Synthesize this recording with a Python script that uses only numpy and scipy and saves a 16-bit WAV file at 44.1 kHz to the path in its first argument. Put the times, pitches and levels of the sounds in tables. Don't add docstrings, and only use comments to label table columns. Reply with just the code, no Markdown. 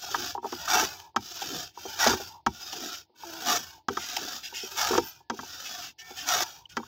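import sys
import numpy as np
from scipy import signal
from scipy.fft import rfft, irfft, next_fast_len
from scipy.io import wavfile

SR = 44100
rng = np.random.default_rng(int(sys.argv[2]) if len(sys.argv) > 2 else 0)


def wav_record(signal):
    frames = np.transpose(np.atleast_2d(signal))
    bounded = np.clip(frames, -1, 1)
    quanta = np.round(bounded * 32767).astype(np.int16)
    wavfile.write(sys.argv[1], SR, quanta)


N = 302967
TIME = np.arange(N) / SR

# [f/Hz, width/Hz, drawn back/dB, pushed/dB, cutting/dB]
RESONANCES = [(323, 174, 0.5, -0.5, -7), (386, 130, -5, -2, 10.5), (727, 69, 11, 5, 0.3),
              (855, 198, -2.5, 7, -4), (1298, 332, 3.5, -6, -6), (1476, 336, 5.5, 6.5, -7),
              (1720, 360, 1, -6, -8.5), (2214, 190, -33, -11, -11.5), (2637, 620, -9, -0.5, -16.5),
              (3140, 530, -6, 2, -14.5), (3622, 590, -4.5, 0, -10.5), (4460, 150, -13, -26, -13),
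              (4870, 1030, -2, -2.5, -11), (5190, 870, -6, -5, -22.5), (5700, 1420, 0, -1, -6),
              (6010, 2170, -25.5, -23.5, -13), (6710, 760, -4, -5, -12.5), (7700, 650, -23.5, -16, -38.5),
              (13230, 3170, -16, -15, -19.5), (14850, 3100, -10, -8, -18)]


def amp(db):
    return 10 ** (np.asarray(db) / 20)


def decibels(gain):
    return 20 * np.log10(np.maximum(gain, 1e-6))


def unit(x):
    return x / np.sqrt(np.mean(x ** 2) + 1e-20)


def add(mix, s, sound):
    part = mix[max(round(s * SR), 0):][:len(sound)]
    part += sound[:len(part)]


def coloured(points):
    hz, db = np.transpose(points)
    size = next_fast_len(N)
    gain = amp(np.interp(np.log(np.fft.rfftfreq(size, 1 / SR) + 1), np.log(hz), db))
    return unit(irfft(rfft(rng.standard_normal(size)) * gain, size)[:N])


def wander(length, hz):
    size = next_fast_len(length)
    gain = 1 / (1 + (np.fft.rfftfreq(size, 1 / SR) / hz) ** 2)
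    return unit(irfft(rfft(rng.standard_normal(size)) * gain, size)[:length])


def bounce(x, ripple_db, path):
    size = next_fast_len(len(x) + 2048)
    spectrum, hz = rfft(x, size), np.fft.rfftfreq(size, 1 / SR)
    depth_db = ripple_db / (1 + (hz / 12000) ** 4)
    out = np.zeros(len(x))
    for place in range(int(path[-1]) + 2):
        echoes = rng.standard_normal(300) * np.hanning(340)[40:] * np.linspace(1, 0, 300)
        scatter = np.sqrt(2) * rfft(echoes / np.linalg.norm(echoes), size)
        peaks = np.exp(depth_db * np.log(10) / 20 * scatter)
        nearness = np.cos(np.pi / 2 * np.clip(path - place, -1, 1))
        out += nearness * unit(irfft(spectrum * peaks, size)[:len(x)])
    return out


def scrape(t, rub_db, body_db, boom_db, mode_db, slips_per_s, grain_db, chatter_db, chatter_hz,
           ripple_db, places_per_s):
    # [f/Hz, width/Hz, level/dB]
    anti_resonances = [(595, 130, 2.5), (1100, 99, 0), (2057, 420, -5), (4140, 550, -1)]
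    n = len(t)
    size = next_fast_len(n + 2048)
    hz = np.fft.rfftfreq(size, 1 / SR)

    grain_size = amp(grain_db * np.minimum(rng.exponential(1, n), 4))
    slips = rng.standard_normal(n) * grain_size * (rng.random(n) < slips_per_s / SR)
    slips = unit(slips) + .5 * rng.standard_normal(n)
    slips *= amp(chatter_db * wander(n, chatter_hz))

    path = places_per_s * np.cumsum(amp(np.minimum(rub_db + 40, 2))) / SR
    force = rfft(bounce(slips, ripple_db, path), size)
    for notch_hz, notch_width, notch_db in anti_resonances:
        force = force * amp(notch_db * np.exp(-(2 * (hz - notch_hz) / notch_width) ** 2))

    centre, width = np.transpose(RESONANCES)[:2, :, None]
    power = (amp(mode_db)[:, None] / (1 + (2 * (hz - centre) / width) ** 2)) ** 2
    family = np.digitize(centre[:, 0], [550, 2000, 4000])
    rasp_db = rub_db - 9.0 - 0.054 * np.minimum(rub_db + 50, 0)
    dull_db = 0.13 * np.minimum(rub_db + 48, 0)
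    hiss_db = rub_db - 2.48 + dull_db
    out = np.zeros(n)
    for k, level_db in enumerate([boom_db, body_db, rasp_db, hiss_db]):
        response = np.sqrt(power[family == k].sum(0))
        out += amp(level_db) * unit(irfft(force * response, size)[:n])
    return out


def cuts(shake):
    # [t/s, biting in/s, length/s, rasp/dB, body/dB, swell/dB, fade/dB, bench shake/dB]
    slices = [(0.667, .034, 0.21, -30.5, -31.5, 5, 5.5, -53), (1.97, 0.052, 0.19, -29, -30, 4, 6, -49),
              (3.422, 0.082, 0.17, -30.5, -33, 5, 2.5, -66),
              (4.741, .085, 0.253, -29.5, -31.5, -0.5, 12.5, -54),
              (6.248, 0.045, .2, -30, -33, 4, 0.5, -64)]
    release_s = 0.02
    body_swell_db = 3.5
    boom_offset_db, boom_rise_db = -30.5, 34.5
    out = np.zeros(N)
    for start, attack, length, rasp_db, body_db, swell_db, fade_db, shake_db in slices:
        t = np.arange(0, length, 1 / SR)
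        arch = np.sin(np.pi * t / length)
        from_middle = t / length - .5
        bite_in = np.sin(np.pi / 2 * np.minimum(t / attack, 1)) ** 2
        gate = bite_in * np.minimum((length - t) / release_s, 1)
        bite_db = decibels(gate) + swell_db * arch - fade_db * from_middle
        body = body_db + bite_db + body_swell_db * (arch - 1)
        boom = body + boom_offset_db + boom_rise_db * from_middle
        add(out, start, scrape(t, rasp_db + bite_db, body, boom, np.transpose(RESONANCES)[4],
                               slips_per_s=4000, grain_db=1.05, chatter_db=-1.86, chatter_hz=130,
                               ripple_db=4.0, places_per_s=16.2))
        growing = gate * np.sin(np.pi / 2 * t / length)
        add(out, start, amp(shake_db) * growing * np.interp(start + t, TIME, shake))
    return out


def stroke_speed(start, rise, brake, launch, steepness):
    jerk_s = 0.024
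    t = TIME[(TIME >= start) & (TIME < start + rise + brake)]
    age = t - start
    jerk = launch * np.minimum(age / jerk_s, 1)
    gain = jerk + (1 - launch) * np.sin(np.pi / 2 * np.minimum(age / rise, 1))
    braking = np.cos(np.pi / 2 * np.clip((age - rise) / brake, 0, 1)) ** steepness
    return t, gain * braking


def slide_levels(t, speed, boom_at, rub_db, body_db, boom_db, body_law, rumble_db):
    boom_width_s = 0.067
    crossing = amp(boom_db) * np.exp(-((t - boom_at) / boom_width_s) ** 2)
    boom = crossing + amp(body_db + rumble_db) * np.sqrt(speed)
    return rub_db + decibels(speed), body_db + body_law * decibels(speed), decibels(boom)


def bench_rumble(t, speed, shake):
    settle_s = 0.033
    keep = np.exp(-1 / (settle_s * SR))
    drive = np.interp(TIME, t, np.sqrt(speed), 0, 0) + 1e-9
    return shake * signal.lfilter([1 - keep], [1, -keep], drive)


def stick_slip(length, hz, glide, db, jitter, jitter_hz, overtone_db):
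    u = np.linspace(0, 1, round(length * SR))
    sag = 1 - 0.03 * (2 * u - 1) ** 2
    pitch = hz * 2 ** (glide * (u - .5)) * sag
    phase = 2 * np.pi * np.cumsum(pitch * (1 + jitter * wander(len(u), jitter_hz))) / SR
    overtone = np.sin(2 * phase) * (2 * pitch < SR / 2)
    tone = np.sin(phase) + amp(overtone_db) * overtone
    return unit(tone) * (4 * u * (1 - u)) ** 0.63 * amp(db + 1.9 * wander(len(u), 90))


def pushes(shake):
    # [t/s, speeding up/s, braking/s, first jerk/0-1, rubbing/dB, body/dB, boom/dB,
    #  bench shake/dB, groan/dB]
    forward_strokes = [(.415, 0.39, 0.35, 0.18, -38, -42.5, -42, -58.5, -53),
                       (1.735, 0.38, 0.34, 0.075, -38, -44, -38.5, -58.5, -51),
                       (3.145, 0.38, .34, 0.013, -39, -43.5, -42, -63, -57),
                       (4.42, 0.51, 0.36, 0.12, -39.5, -46, -40.5, -61.5, -69),
                       (5.975, 0.41, 0.33, 0.07, -41.5, -46, -61, -63, -59.5)]
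    boom_lead_s = 0.0066
    groan_hz, groan_s, groan_lead_s = 920, 0.13, .17
    out = np.zeros(N)
    for start, rise, brake, launch, rub_db, body_db, boom_db, shake_db, groan_db in forward_strokes:
        t, speed = stroke_speed(start, rise, brake, launch, steepness=2.7)
        levels = slide_levels(t, speed, start + rise - boom_lead_s, rub_db, body_db, boom_db,
                              body_law=1.36, rumble_db=-19)
        add(out, start, scrape(t, *levels, np.transpose(RESONANCES)[3], slips_per_s=9900,
                               grain_db=1.4, chatter_db=1.74, chatter_hz=72.7,
                               ripple_db=5.0, places_per_s=21.62))
        out += amp(shake_db) * bench_rumble(t, speed, shake)
        groan = stick_slip(groan_s, groan_hz, 0, groan_db, jitter=0.07, jitter_hz=170, overtone_db=-60)
        add(out, t[-1] - groan_lead_s, groan)
    return out


def pulls(shake):
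    # [t/s, speeding up/s, braking/s, first jerk/0-1, rubbing/dB, body/dB, boom/dB, bench shake/dB]
    back_strokes = [(-.05, 0.31, 0.15, 0.06, -34.5, -42.5, -46, -58),
                    (1.165, .43, .155, 0.05, -36, -45.5, -39.5, -63.5),
                    (2.471, 0.43, 0.19, 0.13, -38, -46.5, -46.5, -69),
                    (3.89, 0.41, 0.22, 0.32, -37, -44, -48, -68),
                    (5.31, .52, 0.13, 0.2, -39.5, -47, -92, -64),
                    (6.689, 0.88, .13, 0.45, -51.5, -53.5, -62, -57)]
    boom_lead_s = 0.069
    out = np.zeros(N)
    for start, rise, brake, launch, rub_db, body_db, boom_db, shake_db in back_strokes:
        t, speed = stroke_speed(start, rise, brake, launch, steepness=3.12)
        levels = slide_levels(t, speed, start + rise - boom_lead_s, rub_db, body_db, boom_db,
                              body_law=1.3, rumble_db=-16.5)
        add(out, start, scrape(t, *levels, np.transpose(RESONANCES)[2], slips_per_s=9000,
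                               grain_db=1.4, chatter_db=-1.5, chatter_hz=92.5,
                               ripple_db=4.0, places_per_s=21.02))
        out += amp(shake_db) * bench_rumble(t, speed, shake)
    return out


def ring(t, tone_db, thump_db, spot_hz, thump_hz, focus, contact):
    # [f/Hz, relative level/dB, time to fall by 60 dB/s]
    struck_modes = [(215.6, -14, 0.17), (243, -9, 0.14), (308.2, -17, 0.17), (382.8, -5, .11),
                    (466.7, -2, 0.056), (672, -8, 0.036), (761.4, -11, 0.067), (830.5, -7.5, 0.07),
                    (930, -3.5, 0.059), (1097, 3, 0.023), (1230, 1.5, 0.032), (1333, -2.5, 0.042),
                    (1564, -6.5, 0.044), (1690, 6.5, 0.017), (1946, -9.5, 0.04), (2320, -19.5, 0.1),
                    (2720, -23.5, 0.076), (3210, -4.5, 0.042), (3760, -6.5, 0.016)]
    hz, db, t60 = np.transpose(struck_modes)[:, :, None]
    is_low = hz[:, 0] < 550
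    sense = rng.choice([-1, 1], hz.shape)
    detune = 1 + np.where(is_low, .05, .012)[:, None] * rng.standard_normal(hz.shape)
    modes = sense * amp(db - 60 * t / t60) * np.sin(2 * np.pi * hz * detune * t)
    near_spot = modes / (1 + (focus * np.log2(hz / spot_hz)) ** 2)
    tone = near_spot[~is_low].sum(0) * (1 - np.exp(-(t / contact) ** 2))
    near_thump = modes / (1 + (1.9 * np.log2(hz / thump_hz)) ** 2)
    thump = near_thump[is_low].sum(0) * (1 - np.exp(-t / 0.0028))
    thump *= amp(1.6 * wander(len(t), 47))
    return amp(tone_db) * unit(tone) + amp(thump_db) * unit(thump)


def knocks(shake):
    # [t/s, ring level/dB, low thump/dB, crack/dB, f/Hz, f in the thump/Hz, bench shake/dB]
    blows = [(0.142, -11, -48, -94, 1230, 370, -54.5), (0.522, -21.5, -37, -45.5, 750, 302, -60),
             (1.16, -8.5, -32, -34.5, 980, 226, -38.5), (2.059, -16.5, -30.5, -38, 720, 380, -46),
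             (2.07, -20, -29.5, -23.5, 680, 260, -52.5), (2.098, -23, -30.5, -45.5, 740, 325, -30),
             (2.13, -16, -32.5, -58, 790, 387, -43.5), (2.462, -8, -30.5, -34, 935, 222, -29),
             (3.882, -12.5, -34.5, -38, 1010, 236, -41.5), (3.968, -15.5, -41, -40, 1290, 361, -45),
             (4.905, -22, -26.5, -61, 720, 385, -63), (4.929, -14, -32.5, -63, 815, 360, -44),
             (4.948, -14, -31, -43.5, 773, 400, -41), (4.976, -9.5, -23, -33, 686, 450, -35),
             (5.297, -15, -36.5, -41, 950, 245, -44), (5.388, -22.5, -44, -70, 1190, 232, -46),
             (6.767, -14.5, -34, -38.5, 1310, 260, -55)]
    # [f/Hz, relative level per Hz/dB]
    crack_colour = [(700, -19.5), (1800, -4), (3300, 4.5), (4200, -2.5), (5300, 6.5), (6700, 0.5),
                    (8000, -19.5), (10000, -30), (14000, -17.5)]
    ring_gain_db, thump_gain_db, crack_gain_db = -26.0, -10.5, 9
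    crack_t60_s, crack_rise_s = 0.037, 0.00027
    shake_t60_s, shake_rise_s = 0.16, 0.018
    lag_s = .0016
    second_edge_s, second_edge_db = .004, -8
    out, t = np.zeros(N), np.arange(SR // 4) / SR
    bright = coloured(crack_colour)
    snap_shape = amp(-60 * t / crack_t60_s) * (1 - np.exp(-t / crack_rise_s))
    for s, ring_db, thump_db, crack_db, spot_hz, thump_hz, shake_db in blows:
        snap = bright[round(s * SR) // 2:][:len(t)] * snap_shape
        crack = amp(crack_db + crack_gain_db) * snap
        jolt_shape = amp(shake_db - 60 * t / shake_t60_s) * (1 - np.exp(-t / shake_rise_s))
        jolt = np.interp(s + t, TIME, shake) * jolt_shape
        strike = (ring_db + ring_gain_db, thump_db + thump_gain_db, spot_hz, thump_hz)
        first = ring(t, *strike, focus=1, contact=0.0027) + crack + jolt
        add(out, s + lag_s, first)
        again = ring(t, *strike, focus=1.9, contact=0.0012) + crack
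        delay = second_edge_s * rng.uniform(.7, 1.3)
        add(out, s + lag_s + delay, amp(second_edge_db) * again)
    return out


def bumps():
    # [t/s, ring level/dB, low thump/dB, f/Hz]
    touches = [(.035, -28.5, -56, 764), (.084, -28.5, -59, 790), (.35, -16, -48, 814),
               (0.377, -18.5, -43.5, 940), (0.429, -26, -48, 900), (0.443, -17.5, -35, 970),
               (.455, -19.5, -48, 720), (0.677, -17.5, -67, 1300), (.751, -15, -34, 866),
               (.767, -12, -39, 775), (.826, -22, -33, 700), (1.145, -38, -62, 900), (1.418, -19, -50, 780),
               (1.773, -25.5, -53.5, 904), (1.853, -25, -39, 760), (2.064, -5, -39, 690),
               (2.2, -29.5, -42.5, 630), (2.73, -25, -53, 740), (3.096, -58, -65, 920),
               (3.14, -55, -72.5, 920), (3.233, -25, -57, 872), (3.902, -34, -34, 840),
               (4.168, -18.5, -61, 757), (4.525, -32, -52, 920), (4.633, -41, -40, 720),
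               (5.204, -41, -69, 870), (5.313, -36, -39.5, 890), (5.332, -36, -44, 890),
               (5.43, -28, -49.5, 894), (6.106, -31.5, -48, 750), (6.355, -28, -42.5, 890),
               (6.798, -27, -46, 900), (6.831, -29.5, -62, 1060)]
    ring_gain_db, thump_gain_db, thump_hz = -27, -11, 385
    out, t = np.zeros(N), np.arange(SR // 4) / SR
    for s, ring_db, thump_db, spot_hz in touches:
        add(out, s, ring(t, ring_db + ring_gain_db, thump_db + thump_gain_db, spot_hz, thump_hz,
                         focus=6.2, contact=0.002))
    return out


def scuffs():
    # [t/s, length/s, level/dB]
    catches = [(0.357, 0.067, -66), (1, .002, -39.5), (1.412, 0.02, -33), (1.69, .09, -67),
               (2.724, 0.02, -35.5), (2.934, 0.03, -38.5), (3.979, 0.26, -40), (4.165, 0.0083, -24),
               (4.429, 0.062, -36), (4.535, .13, -35.5), (5.65, 0.047, -37.5), (5.818, 0.099, -44.5),
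               (5.984, 0.045, -43.5), (6.162, 0.094, -37.5), (6.69, 0.052, -50.5)]
    # [f/Hz, relative level per Hz/dB]
    grit_colour = [(400, -70), (720, -1), (1100, -27), (1700, 1), (2250, 1.5), (3100, 8.5), (4200, -2.5),
                   (5300, 7), (6800, 0), (9500, -20), (14000, -8)]
    gain_db, ripple_db, places_per_s = 1, 5.5, 10
    attack_share = 0.091
    out, grit = np.zeros(N), coloured(grit_colour)
    for s, length, db in catches:
        t = np.arange(0, length + 0.0017, 1 / SR)
        grate = unit(bounce(grit[round(s * SR):][:len(t)], ripple_db, places_per_s * t))
        grate *= amp(1.0 * wander(len(t), 200))
        shape = (1 - np.exp(-t / (attack_share * t[-1]))) * np.sqrt(1 - t / t[-1])
        add(out, s, amp(db + gain_db) * grate * shape)
    return out


def squeaks():
    # [t/s, length/s, f/Hz, glide/octaves, level/dB]
    thin_tones = [(4.44, 0.11, 1550, 0.021, -56.5), (5.037, .075, 14500, -0.019, -45),
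                  (5.16, 0.24, 1720, -0.027, -79.5), (5.98, 0.14, 1803, -0.0016, -53),
                  (5.99, 0.16, 2275, -0.018, -57.5), (6.655, 0.0061, 3060, -.05, -43)]
    out = np.zeros(N)
    for start, *squeak in thin_tones:
        add(out, start, stick_slip(*squeak, jitter=0.0077, jitter_hz=500, overtone_db=-26))
    return out


def judders():
    # [t/s, length/s, slips a second/Hz, glide/octaves, level/dB]
    slip_runs = [(3.241, .08, 342, -.06, -46.5), (3.312, 0.1, 328, 0.0062, -47)]
    out = np.zeros(N)
    for start, *judder in slip_runs:
        add(out, start, stick_slip(*judder, jitter=0.0097, jitter_hz=60, overtone_db=-4))
    return out


def bench_shake():
    # [f/Hz, relative level per Hz/dB]
    bench_colour = [(25, -49), (42, -22), (60, -4), (88, 1), (125, -6.5), (170, -5.5), (260, -39),
                    (600, -62)]
    lumps_db, lumps_hz = 2.5, 4.7
    return coloured(bench_colour) * amp(lumps_db * wander(N, lumps_hz))


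def outdoor_air():
    # [f/Hz, relative level per Hz/dB]
    air_colour = [(18, -62.5), (30, -33), (180, -45.5), (320, -8), (460, -26), (928, -8.5), (1110, -40.5),
                  (4900, -23.5), (8470, -75), (15000, -39)]
    return amp(-74) * coloured(air_colour)


def scene():
    shake = bench_shake()
    strokes = cuts(shake) + pushes(shake) + pulls(shake)
    contacts = knocks(shake) + bumps() + scuffs()
    tones = squeaks() + judders()
    out = strokes + contacts + tones + outdoor_air()
    return out[None]


def record(dry):
    edge_hz = 15800
    low_pass = signal.firwin(511, edge_hz, window=("kaiser", 8), fs=SR)
    return signal.oaconvolve(dry, low_pass[None], "same")


dry = scene()
out = record(dry)
wav_record(out)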